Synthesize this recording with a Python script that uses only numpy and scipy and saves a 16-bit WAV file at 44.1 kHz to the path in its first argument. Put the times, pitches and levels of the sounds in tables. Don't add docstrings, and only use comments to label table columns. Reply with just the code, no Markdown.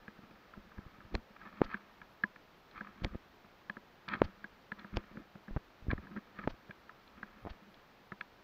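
import sys
import numpy as np
from scipy import signal
from scipy.fft import rfft, irfft, next_fast_len
from scipy.io import wavfile

SR = 44100
rng = np.random.default_rng(int(sys.argv[2]) if len(sys.argv) > 2 else 0)


def unload_audio(sound):
    columns = np.transpose(np.atleast_2d(sound))
    steps = np.round(np.clip(columns, -1, 1) * 32767)
    wavfile.write(sys.argv[1], SR, steps.astype(np.int16))


def gain_from_db(level_db):
    decades = np.asarray(level_db, float) / 20
    return 10 ** decades


N = 371763


def rms_one(x):
    return x / np.sqrt(np.mean(x ** 2) + 1e-30)


def band(x, low_hz, high_hz):
    return signal.sosfilt(signal.butter(2, [low_hz, high_hz], "band", fs=SR, output="sos"), x)


def ring(force, hz, t60_s):
    radius = gain_from_db(-60 / (t60_s * SR))
    angle = 2 * np.pi * hz / SR
    return signal.lfilter([0, np.sin(angle)], [1, -2 * radius * np.cos(angle), radius ** 2], force + 1e-18)


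def drift(rate_hz):
    r = np.exp(-2 * np.pi * rate_hz / SR)
    wander = signal.lfilter([1], [1, -2 * r, r * r], rng.standard_normal(N + SR))
    return rms_one(wander[SR:])


def grains(per_s, spread_db):
    sizes = gain_from_db(spread_db * np.minimum(rng.exponential(1, N), 4))
    signs = rng.choice([-1, 1], N)
    return sizes * signs * (rng.random(N) < per_s / SR)


def add(out, start_s, sound):
    i = round(start_s * SR)
    out[i:i + len(sound)] += sound[:N - i]


# (frequency [Hz], density [dB per Hz])
WASH_SPECTRUM = [(12, -30), (20, 1.5), (44, -8.5), (92, -5), (202, -3.5), (274, -3.5), (881, -5),
                 (1270, -7), (1450, -7.5), (4310, -18.5), (5850, -25.5), (8640, -40), (10200, -40.5),
                 (13500, -30.5), (15500, -28.5)]


def valley():
    level_db = -63.5 + 1.0
    size = next_fast_len(N)
    hz = np.fft.rfftfreq(size, 1 / SR) + 1
    points = np.array(WASH_SPECTRUM)
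    colour = gain_from_db(np.interp(np.log(hz), np.log(points[:, 0]), points[:, 1]))
    wash = irfft(rfft(rng.standard_normal(size)) * colour, size)[:N]
    return gain_from_db(level_db) * rms_one(wash)


# (time [s], level [dB rms])
RASPS = [
    (1.922, -88),
    (2.119, -89),
    (2.585, -89),
    (6.796, -89),
    (7.063, -90),
    (7.435, -89),
    (7.718, -89),
    (8.07, -89),
]


def cricket():
    t = np.arange(N) / SR
    swell = np.zeros(N)
    for s, level_db in RASPS:
        swell += gain_from_db(level_db) * np.exp(-((t - s) / 0.027) ** 4)
    return swell * rms_one(band(rng.standard_normal(N), 10600, 12300))


# (time [s], level [dB])
EFFORT = [(0, -62), (.56, -68), (.98, -63.5), (1.29, -73.5), (1.66, -60), (1.9, -64.5), (2.6, -77),
          (3.0, -58.5), (3.4, -80), (4.04, -69), (4.19, -56), (4.6, -76), (4.95, -60), (5.6, -80),
          (6.0, -65.5), (7.0, -70.5), (7.3, -61.5), (8.43, -84)]
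# (frequency [Hz], width [Hz], level [dB])
STRAP_MODES = [(530, 560, -16), (1168, 143, -1), (1299, 61, 0.5), (1653, 160, -3), (1856, 78, -5.5),
               (2140, 160, -8.5), (2510, 190, -11.5), (3180, 110, -19.5), (4340, 510, -23)]
# (start [s], length [s], strap [dB], mount [dB])
SLIDES = [(1.404, 0.094, -56, -65), (1.521, 0.15, -60, -61.5), (1.647, 0.043, -63, -57.5),
          (1.695, 0.071, -51, -60), (2.732, 0.068, -51.5, -57.5), (2.812, .09, -62.5, -64),
          (2.97, 0.056, -68, -64), (4.094, 0.027, -42.5, -53), (4.12, .04, -40.5, -42.5),
          (4.772, 0.061, -61, -62), (5.892, 0.048, -50, -45.5), (6.354, 0.1, -56.5, -59.5)]
# (start [s], length [s], mount [dB])
MOUNT_SHAKES = [(.23, 0.13, -68), (.65, .04, -64), (4.271, 0.03, -59.5), (5.02, 0.034, -64),
                (5.101, 0.038, -53), (5.146, 0.077, -49), (6.029, 0.031, -48), (6.096, 0.087, -52.5),
                (6.155, 0.034, -47), (7.169, 0.049, -59), (7.365, .03, -62), (7.54, 0.22, -68.5)]
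# (start [s], length [s], mount [dB], air [dB])
HEAD_JOLTS = [(.565, .045, -68, -62), (0.771, 0.022, -61, -45), (0.853, 0.035, -63, -51),
              (.98, 0.097, -71.5, -67), (1.117, 0.078, -50.5, -45), (1.635, 0.044, -67.5, -55),
              (3.032, 0.048, -46, -41), (3.102, 0.062, -51, -53), (4.207, 0.059, -49.5, -40),
              (4.934, 0.067, -46.5, -40.5), (5.486, 0.08, -57, -61), (5.829, 0.07, -70, -46),
              (5.945, 0.056, -71, -44), (6.488, 0.065, -61, -47), (7.427, 0.11, -66, -48.5)]


def rubbing():
    sway_mean_db = -68.5
    mount_rest_db, mount_follows = -69.5, 0.8
    air_rest_db, air_follows = -72.5, 0.36
    slide_air_db = -7.5
    shake_strap_db, shake_air_db = -17.5, -16
    jolt_strap_db = -13.5
    t = np.arange(N) / SR
    s, sway_db = np.transpose(EFFORT)
    effort_db = np.interp(t, s, sway_db) - sway_mean_db
    rest_db = np.array([sway_mean_db + effort_db,
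                        mount_rest_db + mount_follows * effort_db,
                        air_rest_db + air_follows * effort_db])
    gains = gain_from_db(rest_db - 3.5)

    strokes = [(*row, row[-1] + slide_air_db) for row in SLIDES]
    strokes += [(s, length, db + shake_strap_db, db, db + shake_air_db) for s, length, db in MOUNT_SHAKES]
    strokes += [(s, length, db + jolt_strap_db, db, air_db) for s, length, db, air_db in HEAD_JOLTS]
    for start, length, strap_db, mount_db, air_db in strokes:
        near = slice(int((start - length / 2) * SR), int((start + 1.5 * length) * SR))
        pressure = np.exp(-(2 * (t[near] - start) / length - 1) ** 4)
        gains[:, near] += gain_from_db(np.array([[strap_db], [mount_db], [air_db - 4.5]])) * pressure

    slips = grains(per_s=1600, spread_db=3) * gain_from_db(3 * drift(60))
    strap = np.zeros(N)
    for k, (hz, width_hz, db) in enumerate(STRAP_MODES):
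        strap += (-1) ** k * gain_from_db(db) * np.sqrt(width_hz) * ring(slips, hz, 1.6 / width_hz)
    shakes = band(grains(per_s=400, spread_db=2.5), 150, 700)
    mount = ring(shakes, 202.8, 0.098)
    mount -= gain_from_db(-5.0) * ring(shakes, 345, 0.038)
    mount += gain_from_db(-12.5) * ring(shakes, 543, 0.043)
    air = band(rng.standard_normal(N) * gain_from_db(3 * drift(15)), 20, 75)
    return gains[0] * rms_one(strap) + gains[1] * rms_one(mount) + gains[2] * rms_one(air)


# (crest time [s], crest [dB], width [ms])
SQUEEZES = [(0.7917, -36, 1.6), (0.9883, -47, 2.1), (1.1435, -29, 0.91), (1.1461, -26, 1.1),
            (3.0213, -31, 2.5), (3.1549, -27, 1.4), (4.9324, -37, 2.5), (5.519, -32.5, 18),
            (5.564, -25.5, 0.44), (5.5651, -23, 2.9), (5.8917, -25, 5.6), (5.9252, -33, 2.2),
            (5.9337, -21.5, 2.1), (6.4746, -22.5, 1), (6.4791, -28, 0.32), (6.483, -33, 1.1),
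            (7.4519, -30.5, 0.59), (7.4627, -30.5, 0.68)]
# (crest time [s], crest [dB], width [ms])
DRAWS = [(0.5805, -46, 7.4), (0.8643, -38.5, 2.5), (1.053, -42, 2.5), (1.145, -30.5, 0.71),
         (1.6078, -30.5, 0.9), (3.148, -31.5, 0.97), (4.232, -40, 2.5), (4.9464, -37, 3.7),
         (5.5089, -35.5, 1.1), (5.5357, -37.7, 12), (5.5696, -25, 0.94), (5.575, -30.5, 2.3),
         (5.8267, -43.5, 4.8), (5.8692, -35, 1.15), (5.8849, -23.5, 2.1), (5.9, -36, 4), (5.929, -28.5, 3),
         (5.9325, -23.5, 0.82), (5.9561, -36, 7.3), (6.4592, -38, 2.1), (7.4707, -27.5, 0.52),
         (7.511, -35.5, 8.7)]
# (lag [s], level re bump [dB], width [ms], push +1 or pull -1 [sign])
BUMP_PRESSURE = [
    (-.011, -9, 18, 1),
    (-.0022, -2, 2.1, -1),
    (.0035, -2.5, .8, -1),
    (.011, -21, 16, 1),
]


def pops():
    settle_s, settle_db, settle_ms = 0.0356, -28.5, 14
    out = np.zeros(N)
    crests = [(*row, 1) for row in SQUEEZES] + [(*row, -1) for row in DRAWS]
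    crests += [(*row[:-1], -1) for row in ROCK_BUMPS]
    crests += [(s + lag_s, db + rel_db, ms, way)
               for s, db, *_ in ROCK_BUMPS for lag_s, rel_db, ms, way in BUMP_PRESSURE]
    crests += [(s + settle_s, db + settle_db, settle_ms, 1) for s, db, *_ in MOUNT_SNAPS]
    for s, crest_db, width_ms, way in crests:
        t = np.arange(-3 * width_ms, 6 * width_ms, 1000 / SR) / width_ms
        squeeze = np.exp(-(t / 0.45) ** 2)
        let_go = np.exp(-(np.abs(t) / 0.7) ** 1.5)
        shape = np.where(t < 0, squeeze, let_go)
        add(out, s - 3 * width_ms / 1000, np.sign(way) * gain_from_db(crest_db) * shape)
    return signal.sosfilt(signal.butter(1, 25, "high", fs=SR, output="sos"), out)


# (time [s], pull crest [dB], width [ms], crunch [dB rms])
ROCK_BUMPS = [
    (1.1548, -25, 2.4, -31),
    (3.0495, -22.5, 2.1, -29),
    (4.9732, -23.5, 2, -31.5),
]
# (lag [s], level re crunch [dB], length [s], knee [Hz], fall [dB per octave])
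ROCK_GRIT = [
    (-.009, -18, .011, 4200, -25),
    (-.0026, 0, .0022, 4200, -25),
]
# (lag [s], level [dB], length [s], knee [Hz], fall [dB per octave])
SNAP_GRIT = (.028, -49, .019, 4900, -38)
# (time [s], level [dB rms], length [s], knee [Hz], fall [dB per octave])
CLOTH_PUFFS = [
    (4.191, -58, .006, 4500, -40),
    (5.5715, -41, 0.0074, 1300, -18),
    (7.478, -47, 0.017, 1000, -13.5),
    (7.503, -51.5, .016, 4500, -39),
]


def crunches():
    snap_follows = 0.22
    size = 4096
    out = np.zeros(N)
    hz = np.fft.rfftfreq(size, 1 / SR) + 1
    after_s, grit_db, *kind = SNAP_GRIT
    swells = [tuple(row) for row in CLOTH_PUFFS]
    swells += [(s + after_s, snap_follows * db + grit_db, *kind) for s, db, *_ in MOUNT_SNAPS]
    swells += [(s + lag_s, db + rel_db, *rest)
               for s, *_, db in ROCK_BUMPS for lag_s, rel_db, *rest in ROCK_GRIT]
    for s, level_db, length_s, knee_hz, fall_db in sorted(swells):
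        slope_db = fall_db * np.log2(np.maximum(hz / knee_hz, 1)) - 3.46 * np.log2(hz / 1000)
        colour = gain_from_db(slope_db) * (hz > 500) * (hz < 12000)
        grit = rms_one(irfft(rfft(rng.standard_normal(size)) * colour))
        swell = np.exp(-((np.arange(size) - size // 2) / SR / length_s * 2) ** 2)
        add(out, s - size // 2 / SR, gain_from_db(level_db) * grit * swell)
    return out


# (time [s], crest [dB], rise [ms], fall [ms], bounce lag [ms])
MOUNT_SNAPS = [
    (1.6173, -8, 0.2, 0.57, 2.3),
    (4.2184, -6, 0.14, 0.49, 1.82),
    (6.4757, -15, 0.13, 0.55, 2.14),
]


def snaps():
    cut_hz, bounce_gain, draw_gain = 3300, 0.13, 0.12
    out = np.zeros(N)
    ms = np.arange(-6, 30, 1000 / SR)
    for s, crest_db, rise_ms, fall_ms, bounce_ms in MOUNT_SNAPS:
        spike = np.exp(-np.abs(ms / np.where(ms < 0, rise_ms, fall_ms)) ** 1.5)
        draw = -draw_gain * np.exp(-((ms + 1.2) / np.where(ms < -1.2, 1.6, 0.5)) ** 2)
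        overshoot = -0.3 * np.exp(-((ms - 0.6 * bounce_ms) / (0.4 * bounce_ms)) ** 2)
        bounce = np.roll(spike, round(bounce_ms * SR / 1000))
        rattle = gain_from_db(-49.5) * ring(bounce, 900, 0.023) + gain_from_db(-43) * ring(bounce, 1300, 0.0091)
        snap = spike + draw + overshoot + bounce_gain * bounce + rattle
        add(out, s - 6 / 1000, gain_from_db(crest_db) * snap)
    return signal.sosfilt(signal.butter(2, cut_hz, fs=SR, output="sos"), out)


# (frequency [Hz], t60 [s], contact [s])
SHELL_MODES = [(1667, 0.045, .004), (206.5, 0.067, 0.0027), (1300, 0.052, 0.0044), (2335, 0.029, 0.003),
               (3410, 0.015, 0.003), (4150, 0.012, 0.0013), (1000, 0.09, 0.011), (578, 0.015, 0.01),
               (2050, 0.037, 0.0027), (1728, 0.04, 0.0038), (353, 0.059, 0.0033)]
# (time [s], 1.6 kHz mode [dB], mount re that [dB], 1.3 kHz re that [dB])
PADDED_KNOCKS = [(0.0804, -47, -1, -10), (0.186, -70, 17.5, -4), (0.2334, -73, 17, -5),
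                 (0.5715, -67, 19, -6), (0.782, -53.5, 0, 1), (1.3038, -70.5, 14, -10),
                 (2.2369, -27, -12, -9), (2.8081, -41, -6, -6), (3.4454, -66.5, 6.5, 3),
                 (3.7686, -48.5, 2.5, 0.5), (4.1677, -51, 3.5, -2), (4.4427, -36.5, -15, -15),
                 (4.7189, -36, -9.5, -9.5), (4.8456, -47.5, -1.5, -1.5), (5.1711, -49.5, 5.5, -0.5),
                 (5.3537, -60, 11.5, 5), (5.481, -51.5, 4, -1.5), (5.9039, -38.5, -9, -17),
                 (5.9791, -49.5, 3, -2), (6.07, -55.5, 0, 3), (6.1636, -50.5, 3.5, 5.5),
                 (6.1743, -46, -22, -16), (6.3883, -41, -2.5, -16), (6.439, -47, -1.5, -2),
                 (6.694, -60.5, 12.5, -12), (7.23, -38.5, -11.5, -5), (8.1199, -42, -4, 0.5)]
# (time [s], 1.6 kHz mode [dB], mount re that [dB], 1.3 kHz re that [dB], 2.4 kHz re that [dB])
METAL_CLINKS = [(0.31, -63.5, 5, 4, 1), (0.5372, -58.5, -4, 8.5, -8), (0.718, -58.5, -6, 5, -10),
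                (1.0039, -62, -7, 9.5, -9), (1.3636, -53.5, -19, 0, -7), (1.4153, -52.5, -22, -16, -10),
                (1.4619, -52.5, -4, 0, -12), (1.7424, -34, -9, -9, -16), (2.016, -46.5, -10.5, -5.5, -8.5),
                (2.36, -55, -7, 0, -3), (2.8705, -51.5, -12, 1, -12), (3.6978, -35.5, -11.5, -5.5, -9),
                (4.0802, -47, -3, 3, -12), (5.912, -36, -10, -2.5, -3), (6.7084, -47, -29, -6, -6.5),
                (6.894, -49.5, -24, 2.5, -11), (8.2097, -38.5, -21, -4.5, -2)]
# (time [s], 1.6 kHz mode [dB], bright edge re that [dB])
RIM_PINGS = [
    (2.712, -67.5, 5),
    (4.087, -42.5, 1.5),
    (4.794, -56.5, 0),
    (7.0772, -66, 4.5),
    (7.743, -74, 13),
]
TOP_MODE_TILT = {"knock": 2, "clink": -6, "ping": 0}


def ticks():
    knock_mid_db, knock_edge_db = -27.5, -29
    clink_edge_re_mid_db = -10
    ping_mount_db, ping_low_db, ping_mid_db = -13, -2, -1
    chatter_span = 2.07
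    first_touch = 12.1
    free_s, damp_s, damp_db, damped_above_hz = 0.0042, 0.0009, -9, 1200
    held_db_per_s, press_s = -900, 0.0014
    out = np.zeros(N)
    t = np.arange(SR // 8) / SR
    touches = [(*row, knock_mid_db, knock_edge_db, "knock") for row in PADDED_KNOCKS]
    touches += [(*row, row[-1] + clink_edge_re_mid_db, "clink") for row in METAL_CLINKS]
    touches += [(s, db, ping_mount_db, ping_low_db, ping_mid_db, edge_db, "ping")
                for s, db, edge_db in RIM_PINGS]
    for s, level_db, mount_db, low_db, mid_db, edge_db, kind in sorted(touches):
        chatter = rng.standard_normal((len(SHELL_MODES), len(t)))
        detune = rng.normal(0, 0.012, len(SHELL_MODES))
        shares_db = [0, mount_db, low_db, mid_db, edge_db - 0.5, edge_db + TOP_MODE_TILT[kind],
                     low_db - 14, mount_db - 9.5, mid_db - 6, -6, mount_db - 10]
        for (hz, t60_s, contact_s), share_db, force, off in zip(SHELL_MODES, shares_db, chatter, detune):
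            force[0] = first_touch
            drive = band(force * (t < contact_s), hz / chatter_span, hz * chatter_span)
            sound = ring(drive, hz * (1 + off), t60_s)
            if hz > damped_above_hz:
                settling_db = damp_db * np.clip((t - free_s) / damp_s, 0, 1)
                sound *= gain_from_db(settling_db + held_db_per_s * np.maximum(t - free_s, 0))
            sound *= np.sqrt(np.minimum(t / press_s, 1))
            add(out, s - 0.0006, gain_from_db(level_db + share_db + 5) * sound / np.abs(sound).max())
    return out


def scene():
    shell_cut_hz = 6100
    contact = rubbing() + pops() + snaps() + ticks()
    contact = signal.sosfilt(signal.butter(6, shell_cut_hz, fs=SR, output="sos"), contact)
    return (valley() + cricket() + crunches() + contact)[None]


def roll_off(x):
    return signal.sosfilt(signal.butter(12, 15650, fs=SR, output="sos"), x)


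def record(dry):
    cutoff_hz = 15800
    mix = signal.sosfilt(signal.cheby2(24, 50, cutoff_hz, fs=SR, output="sos"), dry)
    return roll_off(mix)


dry = scene()
out = record(dry)
unload_audio(out)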